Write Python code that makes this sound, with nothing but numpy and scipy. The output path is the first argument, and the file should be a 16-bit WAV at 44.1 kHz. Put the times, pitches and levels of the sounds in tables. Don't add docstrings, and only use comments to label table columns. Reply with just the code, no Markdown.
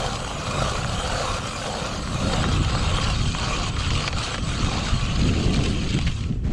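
import sys
import numpy as np
from scipy import signal
from scipy.fft import rfft, irfft
from scipy.io import wavfile
from scipy.ndimage import uniform_filter1d, map_coordinates

SR = 44100
rng = np.random.default_rng(int(sys.argv[2]) if len(sys.argv) > 2 else 0)


def transcribe(u):
    v = np.clip(np.atleast_2d(u).T, -1, 1)
    q = np.round(v * 32767).astype(np.int16)
    wavfile.write(sys.argv[1], SR, q)


N = 287796

# start t/s, end t/s, grind change level/dB, ring change of the sheet level/dB
PUSHES = [(-0.12, 0.09, 4, 2.5), (0.47, 0.654, 10, 5), (0.982, 1.287, 4.5, 4), (1.607, 1.82, 7.5, 16),
          (2.14, 2.4, 6, 11.5), (2.71, 2.93, 2.5, 11), (3.33, 3.638, 4, 10.5), (3.95, 4.32, 7, 10),
          (4.58, 4.827, 0, 29), (5.24, 5.58, -0.5, 16)]
# f/Hz, width f/Hz, level/dB
ICE_LOW_MODES = [(517, 75, 2), (612, 57, -5), (767, 94, -1.5)]
# f/Hz, width f/Hz, level/dB
ICE_HIGH_MODES = [(1123, 140, 1.8), (1338, 224, 0.25)]


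def grind(judder, push_db):
    # f/Hz, level/dB
    crush_colour = [(200, -15), (400, -6), (700, -1.5), (1400, -12.5), (1800, -11), (2400, -10),
                    (4000, -17), (9000, -71)]
    load_db = push_swells([(start, end, ring_db) for start, end, _, ring_db in PUSHES])
    start_db, sinking_db_per_s = -2, -3.5
    sheet_db = start_db + sinking_db_per_s * np.arange(N) / SR + load_db
    crunch_db = -6.5 + 0.096 * load_db

    breaks = fractures(per_s=2000, spread_db=-0.5)
    chunks = fractures(per_s=1100, spread_db=1.5)
    low = steady(band(body(chunks, ICE_LOW_MODES, wander_db=1.0), 414, 1390))
    high = waver(body(breaks, ICE_HIGH_MODES, wander_db=3.0), share=0.0248, rate=13.0)
    high = steady(band(high, 925, 1655))
    crunch = colour(rms_one(breaks) + rms_one(chunks), crush_colour)

    ring = from_db(sheet_db) * low + from_db(-4.0) * high + from_db(crunch_db) * crunch
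    ring = steady(spiral(ring, echo_db=-19, turning=5.0))
    return from_db(1.5 + push_db + 1.2 * judder) * ring


def scrape(judder, push_db):
    # f/Hz, width f/Hz, level/dB
    blade_modes = [(2440, 116, 1.5), (2800, 550, -6.5), (3177, 150, -1.5), (3756, 150, -4.5),
                   (4280, 470, -8), (4530, 840, -5.5), (4880, 290, -7)]
    push_share = 0.56
    slips = fractures(per_s=2800, spread_db=-0.6)
    ring = band(body(slips, blade_modes, wander_db=4.5), 2540, 4820, order=3)
    ring = steady(spiral(ring, echo_db=-11.5, turning=12.6))
    throb = from_db(0.98 * judder)
    return from_db(-3.0 + push_share * push_db) * throb * ring


def shavings(judder, push_db):
    # f/Hz, width f/Hz, level/dB
    edge_modes = [(5770, 1000, -7), (6420, 750, -3), (6870, 440, -4), (7830, 280, -1.5), (8260, 1900, -14),
                  (10550, 1100, -10.5)]
    # f/Hz, level/dB
    shaving_colour = [(1500, -2), (4000, 1.5), (7500, 6), (9000, -19), (10200, -1.5), (11500, -20),
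                      (15000, -54)]
    push_share = 0.38
    open_db, muffled_db = -14.5, -25
    air_db = open_db + (muffled_db - open_db) * ramp(start_s=2.1, end_s=3.3)

    flakes = fractures(per_s=7600, spread_db=0.0)
    ringing = rms_one(band(body(flakes, edge_modes, wander_db=3.5), 4800, 9300, order=6))
    hiss = ringing + from_db(-8.5) * colour(flakes, shaving_colour)
    hiss = steady(spiral(hiss, echo_db=-9.0, turning=31))
    air = rms_one(band(resonance(rng.standard_normal(N), 9320, 740), 7400, 21000))
    return from_db(-0.24 + push_share * push_db + 0.82 * judder) * (hiss + from_db(air_db) * air)


def bites():
    bites_per_s, bite_s, bite_db = 24, 0.0076, 2
    hits = rng.uniform(0, 2.8, N) * (rng.random(N) < bites_per_s / SR)
    surge = signal.fftconvolve(hits, np.hanning(int(bite_s * SR) + 3), "same")
    return bite_db * (np.minimum(surge, 2) - surge.mean())


def snaps(breadth):
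    # t/s, crack level/dB, pitch f/Hz, crumbling against the crack level/dB,
    # crumbling decay t/s, knock against the crack level/dB
    chips = [(0.156, -23, 2600, -14, 0.002, -18), (0.313, -23, 900, -11, 0.0023, -18),
             (0.846, -16.5, 1140, -18, 0.0039, -7), (1.509, -24, 2200, -10, 0.003, -11),
             (1.75, -24, 1200, -8, 0.0032, 3), (2.0748, -18, 1270, -14, 0.0011, -15),
             (2.441, -12.5, 1250, -16, 0.0019, -5), (2.454, -19, 1700, -15, 0.003, -8),
             (2.697, -22, 1500, -10, 0.003, -11), (2.751, -15, 985, -27, 0.0021, -3),
             (2.774, -22.5, 1400, -2, 0.019, -15), (2.985, -17, 730, -21, 0.0021, -2),
             (3.3491, -12, 990, -14, 0.0015, -15), (3.765, -19, 1280, -2, 0.0059, -10),
             (3.82, -24, 1380, -11, 0.0036, -15), (3.864, -22, 1700, -10, 0.0028, -12),
             (3.905, -13.5, 2600, -6, 0.0033, -22), (3.953, -19, 2700, -6, 0.003, -18),
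             (4.005, -19, 2800, -9, 0.0045, -4), (4.066, -21, 2800, -16, 0.002, -19),
             (4.0778, -9.5, 2270, -21, 0.0028, -29), (4.0794, -13.5, 2300, -7, 0.003, -30),
             (4.128, -20, 1700, 2, 0.004, -5), (4.343, -17, 1380, -6, 0.0053, -9),
             (4.3805, -18, 1810, -3, 0.0036, -3.5), (4.728, -31, 1100, -2, 0.008, -6),
             (5.337, -22, 1500, -12, 0.0045, -10), (5.590, -31, 1100, -20, 0.002, 7),
             (5.988, -16, 2440, -5, 0.0035, -7), (6.013, -21, 2500, 2, 0.0036, -5.5),
             (6.069, -19, 2000, -9, 0.0082, -15), (6.076, -19, 2100, -8, 0.007, -16),
             (6.117, -29, 2580, 0, 0.0054, -18), (6.207, -28, 3000, 0, 0.004, -16),
             (6.2377, -26, 2460, -7, 0.004, -17), (6.324, -36, 2400, -5, 0.004, -14)]
    out = np.zeros(N)
    t = np.arange(SR // 10) / SR
    all_grains = rng.standard_normal((len(chips), len(t)))
    for (s, db, hz, crumble_db, crumble_s, knock_db), grains in zip(chips, all_grains):
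        force = from_db(crumble_db) * grains * np.exp(-t / crumble_s)
        force[0] -= 1
        crack = band(resonance(force, hz, breadth * hz), 290, 7100)
        knock = sum(from_db(mode_db) * resonance(force, mode_hz, width) / width
                    for mode_hz, width, mode_db in ICE_LOW_MODES + ICE_HIGH_MODES)
        knock = band(knock, 420, 1800)
        snap = crack / np.abs(crack).max() + from_db(knock_db) * knock / np.abs(knock).max()
        snap = band(snap, 200, 8500, order=8)
        at = round(s * SR)
        out[at:at + len(t)] += from_db(db) * snap[:N - at]
    return out


def splinters(per_s, cycles, count=24):
    knocks = fractures(per_s, spread_db=1.0)
    dealt = rng.integers(0, count, N)
    pitches = np.geomspace(1500, 4500, count)
    rings = sum(resonance(knocks * (dealt == k), hz, hz / cycles) / hz for k, hz in enumerate(pitches))
    return rms_one(resonance(rings, 2770, 690))


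def crackle(count=8):
    # start t/s, end t/s, crackle change level/dB
    strains = [(3.83, 4.07, 3.5), (4.56, 4.88, 3.5), (5.92, 6.08, -1)]
    level_db, bursts_per_s, decay_s = -10.5, 95, 0.0014
    out = 0
    for hz in np.geomspace(1700, 4800, count):
        breaks = np.abs(fractures(bursts_per_s / count, spread_db=0.5))
        burst = signal.lfilter([1], [1, -np.exp(-1 / (decay_s * SR))], breaks + 1e-18)
        out = out + resonance(burst * rng.standard_normal(N), hz, hz / 2)
    strain_db = swells(strains, attack_s=0.015, release_s=0.015)
    return from_db(level_db + strain_db) * rms_one(band(out, 1410, 5640, order=4))


def wind():
    # t/s, slow buffeting level/dB, quick eddies level/dB
    wind_curve = [(0, -28.5, -32.5), (0.47, -34.5, -34), (0.57, -28, -26), (0.75, -28, -33),
                  (1.3, -30, -34.5), (1.62, -35, -33.5), (1.85, -34.5, -33), (2.28, -21.5, -27.5),
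                  (2.58, -23.5, -25), (2.8, -21, -31), (3.22, -24, -37), (3.36, -26, -31),
                  (3.76, -26, -33.5), (3.94, -25, -30), (4.3, -33, -39), (4.43, -25.5, -27.5),
                  (4.83, -27, -28), (4.94, -22.5, -36.5), (5.12, -21.5, -30), (5.22, -19.5, -22),
                  (5.45, -22.5, -22.5), (5.62, -22, -22), (5.83, -26, -25.5), (6.0, -19, -30),
                  (6.17, -26, -35), (6.31, -25.5, -27), (6.39, -25.5, -34.5), (6.5, -21, -25)]
    # middle t/s, length t/s, buffeting change level/dB, eddies change level/dB
    thumps = [(0.62, 0.13, 3, 1), (1.133, 0.062, 7, 1.5), (1.333, 0.13, 5.5, 0), (2.254, 0.16, -3, 5),
              (2.445, 0.18, -2, 2.5), (2.55, 0.1, 6.5, -0.5), (2.608, 0.051, 1, 8), (2.68, 0.057, 6, -11),
              (2.795, 0.088, -2, 6.5), (2.956, 0.17, 2, 4), (3.083, 0.19, 2.5, 3.5), (3.24, 0.24, 4, 8.5),
              (3.614, 0.088, 3.5, 4.5), (3.9, 0.18, 3.5, 1.5), (3.944, 0.085, 5, 0), (4.163, 0.14, 6, 3),
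              (4.657, 0.086, 4.5, 5), (4.944, 0.061, 7.5, 9.5), (5.277, 0.053, -2, 2), (5.474, 0.06, 6, 2),
              (5.592, 0.035, -2, 7.5), (5.984, 0.12, -8, 6.5), (6.063, 0.18, 2, 0), (6.305, 0.063, 6, 5)]
    # start t/s, end t/s, flutter change level/dB
    gusts = [(2.17, 2.50, -3), (5.16, 5.62, 11)]
    # f/Hz, level/dB
    buffet_colour = [(10, -22), (22, -5.5), (50, -3.5), (110, -6.5), (160, -12.5), (300, -36), (800, -81)]
    # f/Hz, level/dB
    eddy_colour = [(50, -14), (110, -1.5), (160, -0.5), (230, -3.5), (330, -10.5), (450, -19), (700, -29),
                   (1500, -74), (5000, -83)]
    # f/Hz, level/dB
    flutter_colour = [(130, -4), (240, 9.5), (350, 7), (480, 0), (750, -6.5), (1500, -40), (4000, -65)]

    buffet_db, eddy_db = in_time(wind_curve)
    heave_db = humps([(s, length, db) for s, length, db, _ in thumps])
    thump_db = humps([(s, length, db) for s, length, _, db in thumps])
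    buffets = from_db(buffet_db + heave_db - 1.5) * turbulence(buffet_colour, lumpy_db=1.4)
    eddies = from_db(eddy_db + thump_db - 2) * turbulence(eddy_colour, lumpy_db=1.8)
    flutter_db = eddy_db - 19 + swells(gusts, attack_s=0.046, release_s=0.54)
    return buffets + eddies + from_db(flutter_db) * turbulence(flutter_colour, lumpy_db=1.0)


def turbulence(spectrum, lumpy_db):
    swings = steady(colour(rng.standard_normal(N), spectrum), count=18)
    return rms_one(swings * from_db(lumpy_db * drift(23.0)))


def snow():
    # f/Hz, level/dB
    snow_colour = [(300, -7), (600, -4), (940, -5.5), (2150, -8), (2800, -12), (7700, -21.5), (11000, -40),
                   (14000, -52)]
    hiss_db, shuffle_db = -59, -44.5
    shuffle_start_s, shuffle_rise_s = 6.425, 0.028
    hiss = from_db(hiss_db) * colour(rng.standard_normal(N), snow_colour)
    shuffle = from_db(shuffle_db) * colour(fractures(per_s=5500, spread_db=3.5), snow_colour)
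    return hiss + ramp(shuffle_start_s, shuffle_start_s + shuffle_rise_s) * shuffle


def fractures(per_s, spread_db):
    sizes = from_db(spread_db * np.minimum(rng.exponential(1, N), 4))
    return sizes * rng.choice([-1, 1], N) * (rng.random(N) < per_s / SR)


def body(clicks, modes, wander_db):
    out = 0
    for hz, width, db in modes:
        strikes = clicks * rng.standard_normal(N) * from_db(db + wander_db * drift(8))
        out = out + resonance(strikes, hz, width)
    return rms_one(out)


def spiral(x, echo_db, turning):
    detours = [.0008, .00125, .0016, .00215, .0026, .0033, .0038, .0049, .0058]
    out, power = x, 1
    for delay in detours:
        share = from_db(echo_db) * drift(turning)
        out = out + share * np.interp(np.arange(N) - delay * SR, np.arange(N), x, left=0)
        power = power + share ** 2
    return out / np.sqrt(power)


def waver(x, share, rate):
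    ahead = np.cumsum(share * drift(rate))
    ahead = ahead - uniform_filter1d(ahead, SR // 4)
    return map_coordinates(x, [np.arange(N) + ahead], order=3, mode="mirror")


def resonance(x, hz, width):
    r = np.exp(-np.pi * width / SR)
    zeros = np.array([1, 0, -1]) * (1 - r * r) / 2
    poles = [1, -2 * r * np.cos(2 * np.pi * hz / SR), r * r]
    return signal.lfilter(zeros, poles, x + 1e-18)


def band(x, low_hz, high_hz, order=2):
    edges_hz = [low_hz, min(high_hz, .45 * SR)]
    return signal.sosfilt(signal.butter(order, edges_hz, "band", fs=SR, output="sos"), x)


def colour(x, points):
    hz, db = np.transpose(points)
    bins = np.fft.rfftfreq(N, 1 / SR) + 1e-3
    gain = from_db(np.interp(np.log(bins), np.log(hz), db))
    return rms_one(irfft(rfft(x) * gain, N))


def from_db(db):
    return 10 ** (np.asarray(db) / 20)


def rms_one(x):
    return x / np.sqrt(np.mean(x ** 2) + 1e-20)


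def steady(x, count=30):
    power = uniform_filter1d(uniform_filter1d(x ** 2, SR // count), SR // count)
    return x / np.sqrt(np.abs(power) + 1e-20)


def drift(rate, count=40):
    hz = np.fft.rfftfreq(N // count + 2, count / SR)
    slow = irfft(rfft(rng.standard_normal(N // count + 2)) / (1 + (hz / rate) ** 2))
    return np.interp(np.arange(N) / count, np.arange(len(slow)), rms_one(slow))


def in_time(rows):
    s, *columns = np.transpose(rows)
    return [np.interp(np.arange(N) / SR, s, c) for c in columns]


def ramp(start_s, end_s):
    return np.clip((np.arange(N) / SR - start_s) / max(end_s - start_s, 1 / SR), 0, 1)


def swells(rows, attack_s, release_s, sag=0):
    return sum(db * (ramp(start, start + attack_s) - ramp(end, end + release_s)) * (1 - sag * ramp(start, end))
               for start, end, db, *_ in rows)


def push_swells(rows):
    return swells(rows, attack_s=0.13, release_s=0.19, sag=0.59)


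def humps(rows):
    t = np.arange(N) / SR
    return sum(db * np.maximum(1 - (2 * (t - s) / length) ** 2, 0) ** 2 for s, length, db in rows)


def scene():
    # t/s, grind level/dB, scrape level/dB, shavings level/dB
    cut_curve = [(0, -32.5, -35, -41.5), (0.35, -34.5, -36, -42), (1.1, -32.5, -33.5, -40),
                 (1.33, -32, -35.5, -40.5), (1.5, -34.5, -34.5, -40), (1.85, -35, -36, -43),
                 (2.05, -36.5, -37, -42.5), (2.35, -33, -32.5, -40), (2.65, -34.5, -34, -43),
                 (3.1, -33, -30, -39.5), (3.16, -37, -31.5, -41.5), (3.32, -40.5, -33, -40),
                 (3.39, -36, -33, -41), (3.66, -34.5, -33, -41), (3.85, -36.5, -31.5, -41.5),
                 (4.5, -39, -35, -41.5), (4.75, -32, -32, -39.5), (5.05, -37, -34, -43.5),
                 (5.7, -43, -35.5, -44), (6.07, -45.5, -37, -47.5), (6.13, -50, -42, -47),
                 (6.24, -49.5, -45.5, -52), (6.275, -53, -49, -56), (6.41, -64, -62, -66),
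                 (6.53, -67, -53, -66)]
    # start t/s, end t/s, drop level/dB
    catches = [(0.17, 0.23, 1.5), (0.32, 0.40, 1), (1.39, 1.44, 3), (1.99, 2.12, 1.5), (3.70, 3.775, 6.5),
               (4.088, 4.16, 7), (4.36, 4.42, 5.5)]
    # start t/s, end t/s, extra level/dB
    rasps = [(0.143, 0.166, 1.5), (0.585, 0.625, 1), (0.684, 0.72, 2), (1.345, 1.366, 2.5),
             (2.52, 2.575, 2.5), (2.632, 2.654, 3), (3.015, 3.052, 2), (3.525, 3.575, 2),
             (3.63, 3.692, 1.5), (3.93, 3.966, 2.5), (4.228, 4.266, 3.5), (4.835, 4.877, 1),
             (5.188, 5.22, 4), (5.252, 5.298, 2.5), (5.53, 5.572, 3.5), (5.635, 5.668, 3), (5.89, 5.911, 5),
             (5.925, 5.953, 4.5)]

    grind_db, scrape_db, shaving_db = in_time(cut_curve)
    push_db = push_swells(PUSHES)
    catch_db = swells(catches, attack_s=0.0017, release_s=0.015)
    edge_db = swells(rasps, attack_s=0.0011, release_s=0.0011) - catch_db
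    loose_db, loose_full_db = -13.5, -1.5
    chips_db = loose_db + (loose_full_db - loose_db) * ramp(start_s=2.4, end_s=6.9)

    shake = drift(9.7)
    layers = [
        (grind_db - catch_db, grind),
        (scrape_db + edge_db, scrape),
        (shaving_db + edge_db, shavings),
    ]
    cutting = sum(from_db(db) * source(rms_one(shake + drift(50)), push_db) for db, source in layers)
    loose_chips = from_db(chips_db + shake) * splinters(per_s=700, cycles=55)
    debris = from_db(scrape_db + edge_db) * (loose_chips + crackle())
    cut = from_db(bites()) * (cutting + debris)
    return (cut + snaps(breadth=0.53) + snow() + wind())[None]


def record(dry):
    fade = np.minimum(np.arange(N)[::-1] / (.003 * SR), 1)
    return fade * signal.sosfilt(signal.cheby2(12, 70, 16200, fs=SR, output="sos"), dry)


dry = scene()
out = record(dry)
transcribe(out)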